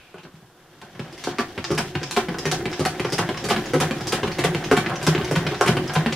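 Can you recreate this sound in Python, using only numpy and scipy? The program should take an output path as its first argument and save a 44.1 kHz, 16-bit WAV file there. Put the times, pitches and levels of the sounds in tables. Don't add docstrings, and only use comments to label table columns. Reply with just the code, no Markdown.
import sys
import numpy as np
from scipy import signal
from scipy.fft import rfft, irfft, next_fast_len
from scipy.io import wavfile
from scipy.ndimage import uniform_filter1d

SR = 44100
rng = np.random.default_rng(int(sys.argv[2]) if len(sys.argv) > 2 else 0)


def wav_record(signal):
    frames = np.transpose(np.atleast_2d(signal))
    bounded = np.clip(frames, -1, 1)
    quanta = np.round(bounded * 32767).astype(np.int16)
    wavfile.write(sys.argv[1], SR, quanta)


N = 271347
T = np.arange(5120) / SR
TAIL_FADE = np.cos(np.pi / 2 * T / T[-1])

# time_s, level_db
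PALM_RIDE = [(0, -54.5), (.12, -57), (.2, -52), (.3, -73), (.4, -80)]
# time_s, whirr_db, hum_db, air_db
BASKET_RIDE = [(0.0, -51.5, -61, -57), (0.55, -52, -57, -61), (0.82, -46, -56.5, -54),
               (1.27, -39.5, -48, -43), (1.59, -38, -44, -47), (2.11, -37.5, -45, -42.5),
               (2.41, -34, -37.5, -44), (2.72, -32, -35.5, -44), (2.83, -32.5, -41, -42),
               (3.2, -33, -38, -43), (3.48, -31.5, -43.5, -39.5), (3.92, -30, -38, -39.5),
               (4.26, -31, -40, -39), (4.61, -29, -35, -38.5), (4.86, -28, -43, -40.5),
               (5.31, -30, -33.5, -38), (6.01, -28, -42, -41), (6.15, -31.5, -39, -35)]
STEADY_TRIM_DB = [-7, -3.5, -8.5, -4]
WOBBLE_TRIM_DB = [-21, -22.5, -21.5, -16]
WOBBLE_PEAK_S = [0.023, 0.068, 0.03, 0.013]

# frequency_hz, relative_db
PALM_EQ = [(590, -53), (1000, -29), (1530, -4), (1730, -20), (2520, -2), (2730, -7), (3500, -13),
           (5000, -22), (6500, -50), (11000, -120)]
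RUMBLE_EQ = [(12, -52), (20, -24), (54, -9), (140, 7), (291, -2.5), (358, 7), (410, -8), (475, -7),
             (536, 0), (631, -32), (700, -28), (910, -70), (1540, -120)]
HUM_EQ = [(250, -10.5), (335, 3), (358, 4.5), (368, 12), (380, -13.5), (410, 2.5), (520, -41)]
RATTLE_EQ = [(320, -24), (550, 5), (636, 1), (736, 9.5), (824, 2), (1080, -4.5), (1360, -1.5), (1760, 1.5),
             (1870, 0), (3800, -26), (4940, -58), (8360, -120)]
SPRAY_EQ = [(1940, 0.5), (3300, 6.5), (4210, 0), (5790, -1.5), (7590, -9.5), (10200, -13.5), (15100, -20),
            (16000, -35)]
ROOM_TONE_EQ = [(12, -38), (20, 9), (150, -13), (262, 4), (347, -39.5), (459, 9), (527, -1), (1060, 2),
                (1660, 0), (2080, -61), (2460, -10), (14700, -18), (16000, -41)]
SHELL_EQ = [(450, -19.5), (880, -1.5), (1500, -5.5), (2060, -2), (2720, -5), (3170, -4), (3340, -9),
            (4200, -11.5), (5460, -23), (9240, -120)]
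TICK_EQ = [(4000, -14), (6800, -2.5), (10100, -4), (12100, -12.5), (15200, -16), (16000, -30)]
SLEEVE_EQ = [(2290, -5), (3900, -0.5), (4300, -12), (4750, 0), (5360, 1.5), (7200, -11.5), (9360, -25),
             (15800, -120)]
LID_EQ = [(260, -40.5), (450, -3.5), (641, -9), (741, 4), (913, -6), (1520, -1.5), (1800, -13.5),
          (2340, -72), (3960, -120)]
REVERB_EQ = [(60, 6), (250, -12), (600, 1), (2000, -2.5), (15000, -4)]
WIDTH_EQ = [(60, -27), (130, -30), (290, -24), (640, -14.5), (1410, -11.5), (3100, -4), (6820, 1),
            (15000, -0.5)]

# pitch_hz, relative_db, t60_s
SHELL_MODES = [(1730, -3, 0.021), (1920, 15, 0.018), (2350, 10, 0.022), (3130, -9, 0.013),
               (3320, -21, 0.013)]
LID_MODES = [(507, 3, 0.15), (595, 23, 0.021), (646, 10.5, 0.016), (714, 17, 0.25), (843, 28, 0.012),
             (1006, 8, 0.061), (1070, 48, 0.027), (1225, -12, 0.072), (1297, 31, 0.1), (1380, -2, 0.1),
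             (1590, 13, 0.15), (1760, -26, 0.033)]
BOWL_HIGH_MODES = [(272.5, -11.5, 0.16), (350, -5, 0.062), (362, -3.5, 0.13), (404, 2, 0.063),
                   (411, -18.5, 0.03), (520, -1, 0.023)]
BOWL_LOW_MODES = [(135, 15.5, 0.15), (156, 0, 0.096), (224, 27, 0.11)]
# frequency_hz, t60_s
ROOM_DECAY = [(100, 0.59), (400, 0.1), (1500, 0.22), (5000, 0.24), (13000, 0.25)]

# start_s, clack_db, rasp_db, squeak_hz, tick_db,
# attack_db (first contact over its rebounds), thud_db, ring_db, boom_db
LOOSE_KNOCKS = [(0.1426, -40, -61, 4290, -60, 2, -38, -34.5, -41),
                (0.1835, -33, -54, 6250, -63, -1, -48, -54, -49),
                (0.2329, -38, -48, 4300, -68, -8, -64, -43, -51),
                (0.2509, -39, -59, 4570, -66, 2, -42.5, -35, -42),
                (0.3366, -52, -62, 4420, -66, 0, -61, -65, -35),
                (0.3541, -44, -55, 4200, -75, -7, -65, -52, -50),
                (0.4205, -58, -67, 5350, -69, 12, -68, -63, -40),
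                (0.8155, -31, -48, 4200, -51, -5, -40, -45, -40),
                (0.9494, -38, -58, 5610, -63, -6, -46, -54, -43),
                (1.0475, -35, -52, 4590, -65, -2, -44, -38, -41),
                (1.0792, -36, -58, 4330, -69, -7, -57, -46, -48),
                (1.1268, -39, -41, 5000, -52, 0, -60, -37, -42),
                (1.3114, -32, -39, 4640, -67, -7, -38, -39, -47),
                (1.713, -25, -28.5, 5500, -39, -6, -33, -26.5, -28),
                (1.7503, -37, -35, 4780, -39, 3, -37, -27.5, -26),
                (2.0144, -31, -43, 5210, -54, 3, -34, -31, -37),
                (2.3436, -26, -45, 5000, -55, 2, -28, -27.5, -33),
                (2.7162, -31, -32, 5230, -56, 6, -35, -30, -43),
                (3.1023, -33, -31, 5100, -41, 9, -46, -39, -45),
                (3.3424, -25.5, -45, 5000, -52, -16, -32, -39, -40),
                (3.487, -18, -27, 4830, -30, -7, -26.5, -27, -36),
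                (3.9823, -32, -38, 5510, -49, 0, -35, -41, -43),
                (4.2714, -20, -46, 4360, -43, -10, -33, -25, -18.5),
                (4.6189, -39, -45, 5350, -51, 5, -37, -41, -33),
                (4.8968, -20.5, -49, 4640, -41.5, -3, -22.5, -43, -26),
                (5.014, -25, -47, 4900, -50, -7, -43, -29, -37),
                (5.1791, -18, -44, 4720, -58, 1.5, -23.5, -30, -23),
                (5.2131, -20, -46, 4700, -59, 1, -32.5, -19.5, -42),
                (5.2794, -22, -44, 5070, -48, -1, -35, -32, -25),
                (5.5129, -19.5, -48, 4640, -50, -1, -33, -22, -36),
                (5.6614, -13, -29, 4100, -29.5, -2, -28, -19.5, -16.5),
                (5.6859, -21, -41, 5170, -48, -4, -26, -26, -17),
                (5.8965, -20, -36.5, 4860, -50, 0, -27, -48, -41)]
KNOB_STOPS = [(0.9946, -25, -39, 4400, -48.5, -3, -33, -23.5, -27.5),
              (1.5783, -21, -39, 4230, -48, -3, -30, -24.5, -22.5),
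              (1.9525, -17.5, -37, 4400, -46, -5.5, -27.5, -24, -22),
              (2.2852, -22, -38, 4320, -47, -5.5, -27, -22.5, -29),
              (2.6559, -18, -34, 4450, -42, -3.5, -36, -22.5, -21.5),
              (2.9971, -16, -32, 4250, -36, -1, -48, -19, -19),
              (3.2899, -17.5, -37, 4440, -41, -3.5, -25, -21, -25),
              (3.5628, -16, -38, 4270, -42, -4, -24, -37, -34),
              (3.91, -17.5, -34, 4500, -40, 0, -26, -18.5, -23.5),
              (4.2318, -18.5, -32, 4700, -46, -7, -24, -18, -20),
              (4.5481, -15, -33, 4380, -36.5, 2.5, -42, -16.5, -20),
              (4.8623, -15, -38, 4760, -51, -2, -28, -27, -31),
              (5.1492, -15.5, -31, 4580, -54, -3, -42, -16, -20),
              (5.466, -15.5, -32, 4730, -41, -8, -35, -21, -21),
              (5.7688, -18.5, -33, 4700, -38, -4, -23, -22, -22),
              (6.0611, -13.5, -37, 4400, -40, -2, -20.5, -24, -19)]
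SCRAPES = [(1.1783, -32.5, -39, 5000, -50, -4, -48, -44, -57),
           (1.6422, -18, -23, 5100, -51, -3, -54, -38, -41),
           (2.0318, -21, -25, 5240, -48, -2, -33, -34, -41),
           (2.3855, -24.5, -26.5, 5250, -38, -3.5, -44, -29, -36),
           (2.7288, -20.5, -30.5, 5300, -56, -6.5, -46, -44, -41),
           (3.047, -20, -32, 5470, -44, -6, -22, -16, -29),
           (3.3738, -22, -30.5, 5400, -55, -5, -39, -42, -35),
           (3.6578, -23, -33.5, 6800, -47, -2, -43, -45, -51),
           (4.0084, -25, -34, 5290, -46, -4, -29, -30, -26),
           (4.3164, -26.5, -32, 4320, -49, -9, -49, -43, -36),
           (4.6398, -23.5, -30.5, 6240, -48, -10, -40, -44, -31),
           (4.9566, -26, -33, 6040, -53, -5, -46, -49, -48),
           (5.2451, -24, -28, 6030, -43, -3, -41, -29, -41),
           (5.5453, -21, -32, 4630, -48, 0, -27, -42, -30),
           (5.876, -34, -31.5, 5290, -47, -7, -40, -34, -28),
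           (6.123, -19, -26, 4440, -40, -14, -35, -27, -24)]
CLUTCH_CATCHES = [(1.2394, -24, -27, 4560, -41, -5.5, -46, -41, -39),
                  (1.705, -22, -33, 5440, -45, -2.5, -25, -13.5, -16.5),
                  (2.111, -19, -22.5, 4250, -29.5, 0.5, -44, -53, -50),
                  (2.4546, -13.5, -23.5, 5760, -34.5, -3, -36, -17, -24),
                  (2.7948, -22, -30, 4840, -37, -5, -27.5, -13, -23),
                  (3.123, -21.5, -22.5, 4900, -33.5, -7.5, -51, -18.5, -22.5),
                  (3.4408, -26, -29.5, 4700, -37, -10.5, -33, -23, -25.5),
                  (3.7352, -17.5, -30, 5900, -35, -6.5, -21.5, -11.5, -20.5),
                  (4.0712, -26, -23.5, 5070, -34.5, -4, -55, -57, -49),
                  (4.3854, -16, -31.5, 4370, -34.5, -12, -24.5, -15, -22),
                  (4.7135, -8, -25.5, 5570, -29.5, -1.5, -11, -8, -22.5),
                  (5.029, -21, -28.5, 5020, -33, 0, -30, -36, -40),
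                  (5.3124, -17.5, -28, 5270, -32.5, 0, -23.5, -13, -18.5),
                  (5.6111, -9.5, -22.5, 5600, -28, 2, -7, -11.5, -32),
                  (5.9361, -31, -29.5, 6200, -33, -3.5, -27, -40, -35)]
BOTTOM_HITS = [(1.2679, -36, -43, 4400, -55, 10, -19.5, -17.5, -30, 0.012, -31),
               (1.3847, -14, -26.5, 4500, -38, -1.5, -16.5, -14.5, -49, 0.011, -23.5),
               (1.7756, -14, -24, 5200, -29, -24, -21, -28, -23, 0.02, -20),
               (2.1648, -12, -27, 5440, -31.5, -4.5, -14, -15.5, -33, 0.0097, -19),
               (2.5149, -20.5, -17, 4800, -29, -1, -23, -26, -25, 0.01, -16.5),
               (2.8517, -12, -22.5, 4360, -28.5, -3.5, -16, -19.5, -26, 0.0095, -23),
               (3.1819, -16, -27.5, 5100, -32, -7, -17, -19.5, -20.5, 0.014, -16.5),
               (3.501, -12, -35, 5660, -32.5, -7, -13.5, -16.5, -29, 0.012, -13),
               (3.8015, -15, -25.5, 5800, -27, -6.5, -20, -19, -19, 0.017, -12.5),
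               (4.1224, -14, -26, 4960, -28.5, -7.5, -19, -15.5, -28, 0.0088, -15.5),
               (4.4392, -11, -37, 5200, -30, -5, -20, -12.5, -15, 0.012, -16.5),
               (4.768, -12, -37, 5280, -29, -7, -14.5, -21.5, -15.5, 0.0077, -17.5),
               (5.0668, -15, -19, 5220, -26.5, -1.5, -17.5, -15.5, -10, 0.013, -11),
               (5.354, -13, -35, 4420, -36.5, -16, -26, -32, -14.5, 0.018, -17.5),
               (5.676, -11, -27, 5180, -29.5, -5.5, -19.5, -14, -12.5, 0.023, -16),
               (5.9534, -15.5, -30, 4200, -51, -13, -15, -28, -13, 0.0075, -19.5)]
CUE_LISTS = [KNOB_STOPS, SCRAPES, CLUTCH_CATCHES, BOTTOM_HITS, LOOSE_KNOCKS]
# shell_trim_db, chatter_s
CLACK_VOICING = [(-3.5, 0.0098), (-5.5, 0.012), (-6, 0.028), (-5, 0.015), (-6, 0.011)]
# delay_s, low_trim_db, chatter_s, attack_trim_db, boom_delay_s, boom_hz, boom_t60_s
JOLT_VOICING = [(0, 14, 0.022, 3.5, 0.0032, 155.5, 0.046), (0.0018, -6, 0.01, 6.5, 0.006, 142, 0.076),
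                (0.000099, -25, 0.033, 2.5, 0.005, 153, 0.2), (.004, 1, 0.022, -6.5, 0.0123, 160, 0.095),
                (0, 4, 0.032, -4.5, 0.0029, 159, 0.048)]


def gain_of(db):
    return 10 ** (np.asarray(db) / 20)


def unit_rms(x):
    return x / np.sqrt(np.mean(x ** 2) + 1e-20)


def curve_at(curve, hz):
    points_hz, values = np.transpose(curve)
    return np.interp(np.log(hz + 1), np.log(points_hz + 1), values)


def equalise(x, curve):
    size = next_fast_len(x.shape[-1])
    gains = gain_of(curve_at(curve, np.fft.rfftfreq(size, 1 / SR)))
    return irfft(rfft(x, size) * gains, size)[..., :x.shape[-1]]


def place(track, start_s, sound):
    part = track[round(start_s * SR):][:len(sound)]
    part += sound[:len(part)]


def spread(mid, side):
    side = equalise(side, WIDTH_EQ)
    return np.array([mid + side, mid - side])


def contacts(shape, per_s):
    return rng.standard_normal(shape) * (rng.random(shape) < per_s / SR)


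def ring(modes, uneven_db):
    hz, db, t60_s = np.transpose(modes)[:, :, None]
    db = db + uneven_db * rng.standard_normal(db.shape)
    polarity = rng.choice([-1, 1], db.shape)
    return (polarity * gain_of(db - 60 * T / t60_s) * np.sin(2 * np.pi * hz * T)).sum(0)


def damped_body(curve):
    db = np.maximum(curve_at(curve, abs(np.fft.fftfreq(8192, 1 / SR))), -100)
    minimum_phase = np.exp(np.conj(signal.hilbert(np.log(gain_of(db)))))
    return unit_rms(np.fft.ifft(minimum_phase).real[:len(T)])


def chatter(length_s, per_s, attack_db):
    rise = 1 - np.exp(-T / (0.00022 * gain_of(-attack_db)))
    fall = np.exp(-(T / np.clip(length_s, .002, .05)) ** 2)
    hits = contacts(len(T), per_s) * rise * fall
    hits[0] = gain_of(attack_db) * np.linalg.norm(hits) + 1e-6
    return hits


def strike(hits, body, db):
    sound = irfft(rfft(hits, 8192) * rfft(body, 8192))[:len(T)] * TAIL_FADE
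    peak_power = uniform_filter1d(sound ** 2, size=200).max()
    return gain_of(db) * sound / np.sqrt(2 * peak_power)


def palm_rub():
    time_s, db = np.transpose(PALM_RIDE)
    rub = unit_rms(equalise(rng.standard_normal((2, N)), PALM_EQ))
    return spread(*rub * gain_of(np.interp(np.arange(N) / SR, time_s, db)))


def room_tone(level_db=-58.5):
    hush = unit_rms(equalise(rng.standard_normal((2, N)), ROOM_TONE_EQ))
    return gain_of(level_db) * spread(*hush)


def basket_whirr():
    time_s, whirr_db, hum_db, air_db = np.transpose(BASKET_RIDE)
    t, out = np.arange(N) / SR, np.zeros((2, N))
    layers = [(RUMBLE_EQ, whirr_db, 700, 2.5, 2.2), (HUM_EQ, hum_db, 700, 2.5, 1.2),
              (RATTLE_EQ, whirr_db, 2500, 2.5, 1.8), (SPRAY_EQ, air_db, 9000, 1.2, 1.8)]
    for i, (curve, ride_db, per_s, accent_db, flutter_db) in enumerate(layers):
        accents = gain_of(accent_db * np.minimum(rng.exponential(1, N), 3.5))
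        grains = rng.standard_normal((2, N)) * accents * (rng.random(N) < per_s / SR)
        drive = unit_rms(grains) + 0.71 * rng.standard_normal((2, N))
        drift = uniform_filter1d(uniform_filter1d(rng.standard_normal(N), size=900), size=900)
        flutter = gain_of(flutter_db * unit_rms(drift))
        steady = gain_of(np.interp(t, time_s, ride_db) + STEADY_TRIM_DB[i])
        wobble = gain_of(WOBBLE_TRIM_DB[i]) * basket_wobble(WOBBLE_PEAK_S[i])
        out += unit_rms(equalise(drive, curve)) * (steady + wobble) * flutter
    return spread(*out)


def basket_wobble(peak_s):
    out, age = np.zeros(N), np.arange(SR // 2) / SR / peak_s
    for start_s, *_, wobble_db in BOTTOM_HITS:
        place(out, start_s, gain_of(wobble_db) * age * np.exp(1 - age))
    return out


def plastic_clacks(squeak_t60_s=0.0069):
    out = np.zeros(N)
    walls, rasp, edge = damped_body(SHELL_EQ), damped_body(SLEEVE_EQ), damped_body(TICK_EQ)
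    for cues, (shell_trim_db, chatter_s) in zip(CUE_LISTS, CLACK_VOICING):
        for start_s, clack_db, rasp_db, squeak_hz, tick_db, attack_db, *_ in cues:
            hits = chatter(chatter_s, 4000, attack_db)
            sleeve = rasp + 0.77 * unit_rms(ring([(squeak_hz, 0, squeak_t60_s)], uneven_db=0))
            shell = walls + 0.24 * unit_rms(ring(SHELL_MODES, uneven_db=7.5))
            place(out, start_s, strike(hits, shell, clack_db + shell_trim_db))
            place(out, start_s, strike(chatter(chatter_s, 9800, attack_db - 5), edge, tick_db))
            rubs = chatter(0.92 * chatter_s, 6000, attack_db - 0.5)
            place(out, start_s, strike(rubs, sleeve, rasp_db))
    return out


def bowl_booms():
    out, lid_body = np.zeros(N), damped_body(LID_EQ)
    for cues, voicing in zip(CUE_LISTS, JOLT_VOICING):
        delay_s, low_trim_db, chatter_s, attack_trim_db, boom_delay_s, boom_hz, boom_t60_s = voicing
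        swell = (1 - np.exp(-T / 0.0031)) * gain_of(-60 * T / boom_t60_s) * TAIL_FADE
        swell /= swell.max()
        for start_s, _, _, _, _, attack_db, thud_db, ring_db, boom_db, *extra in cues:
            hits = chatter(extra[0] if extra else chatter_s, 1500, attack_db + attack_trim_db)
            lid = lid_body + 0.45 * unit_rms(ring(LID_MODES, uneven_db=2))
            thud = strike(hits, lid, thud_db)
            highs = strike(hits, ring(BOWL_HIGH_MODES, uneven_db=0.62), ring_db)
            lows = strike(hits, ring(BOWL_LOW_MODES, uneven_db=1.4), thud_db + low_trim_db - 8.5)
            place(out, start_s + delay_s, thud + highs + lows)
            boom = swell * np.sin(2 * np.pi * (boom_hz * T + rng.random()))
            place(out, start_s + boom_delay_s, gain_of(boom_db) * boom)
    return out


def kitchen_reverb(knocks, crossfade_hz=2.3):
    taps = contacts((6, SR // 2), per_s=0.12 * SR)
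    hz, t, bands = signal.stft(taps, SR, nperseg=256)
    decay = gain_of(-60 * t / curve_at(ROOM_DECAY, hz)[:, None])
    tails = signal.istft(bands * decay, SR, nperseg=256)[1]
    tails /= np.linalg.norm(tails, axis=1)[:, None]
    tails = np.pad(tails, ((0, 0), (130, 0)))
    turn = 2 * np.pi * (crossfade_hz * np.arange(N) / SR + np.arange(3)[:, None] / 3)
    sends = np.tile(knocks * np.cos(turn) * np.sqrt(2 / 3), (2, 1))
    wet = equalise(signal.oaconvolve(sends, tails, axes=1)[:, :N], REVERB_EQ)
    return spread(wet[:3].sum(0), gain_of(3.5) * wet[3:].sum(0))


def knob_snaps(trim_db=-4.5):
    stem = np.exp(-T / 0.0003) * np.sin(2 * np.pi * 2400 * T)
    recoil = np.exp(-T / 0.0015) * np.sin(2 * np.pi * 500 * T)
    out, snap = np.zeros(N), stem + 0.53 * recoil
    for start_s, clack_db, *_ in KNOB_STOPS:
        place(out, start_s, gain_of(clack_db + trim_db) * snap / snap.max())
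    return out


def plunger_swish(trim_db=-27.5, fade_s=0.0067):
    t, level = np.arange(N) / SR, np.zeros(N)
    ends_s = np.append(np.transpose(BOTTOM_HITS)[0], N / SR)
    for start_s, clack_db, *_ in SCRAPES:
        end_s = ends_s[ends_s > start_s][0]
        gate = np.clip(np.minimum(t - start_s, end_s - t) / fade_s, 0, 1)
        level += gain_of(clack_db + trim_db) * gate
    return level * unit_rms(equalise(contacts(N, per_s=5000), SLEEVE_EQ))


def scene():
    low_cut = signal.butter(3, 105, "high", fs=SR, output="sos")
    knocks = signal.sosfilt(low_cut, plastic_clacks() + bowl_booms() + knob_snaps() + plunger_swish())
    direct = knocks * gain_of([[.15], [-.15]])
    return room_tone() + direct + kitchen_reverb(knocks) + basket_whirr() + palm_rub()


def record(dry):
    high_cut = signal.firwin(511, 15850, window=("kaiser", 9), fs=SR)
    return signal.oaconvolve(dry, high_cut[None], "same")


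dry = scene()
out = record(dry)
wav_record(out)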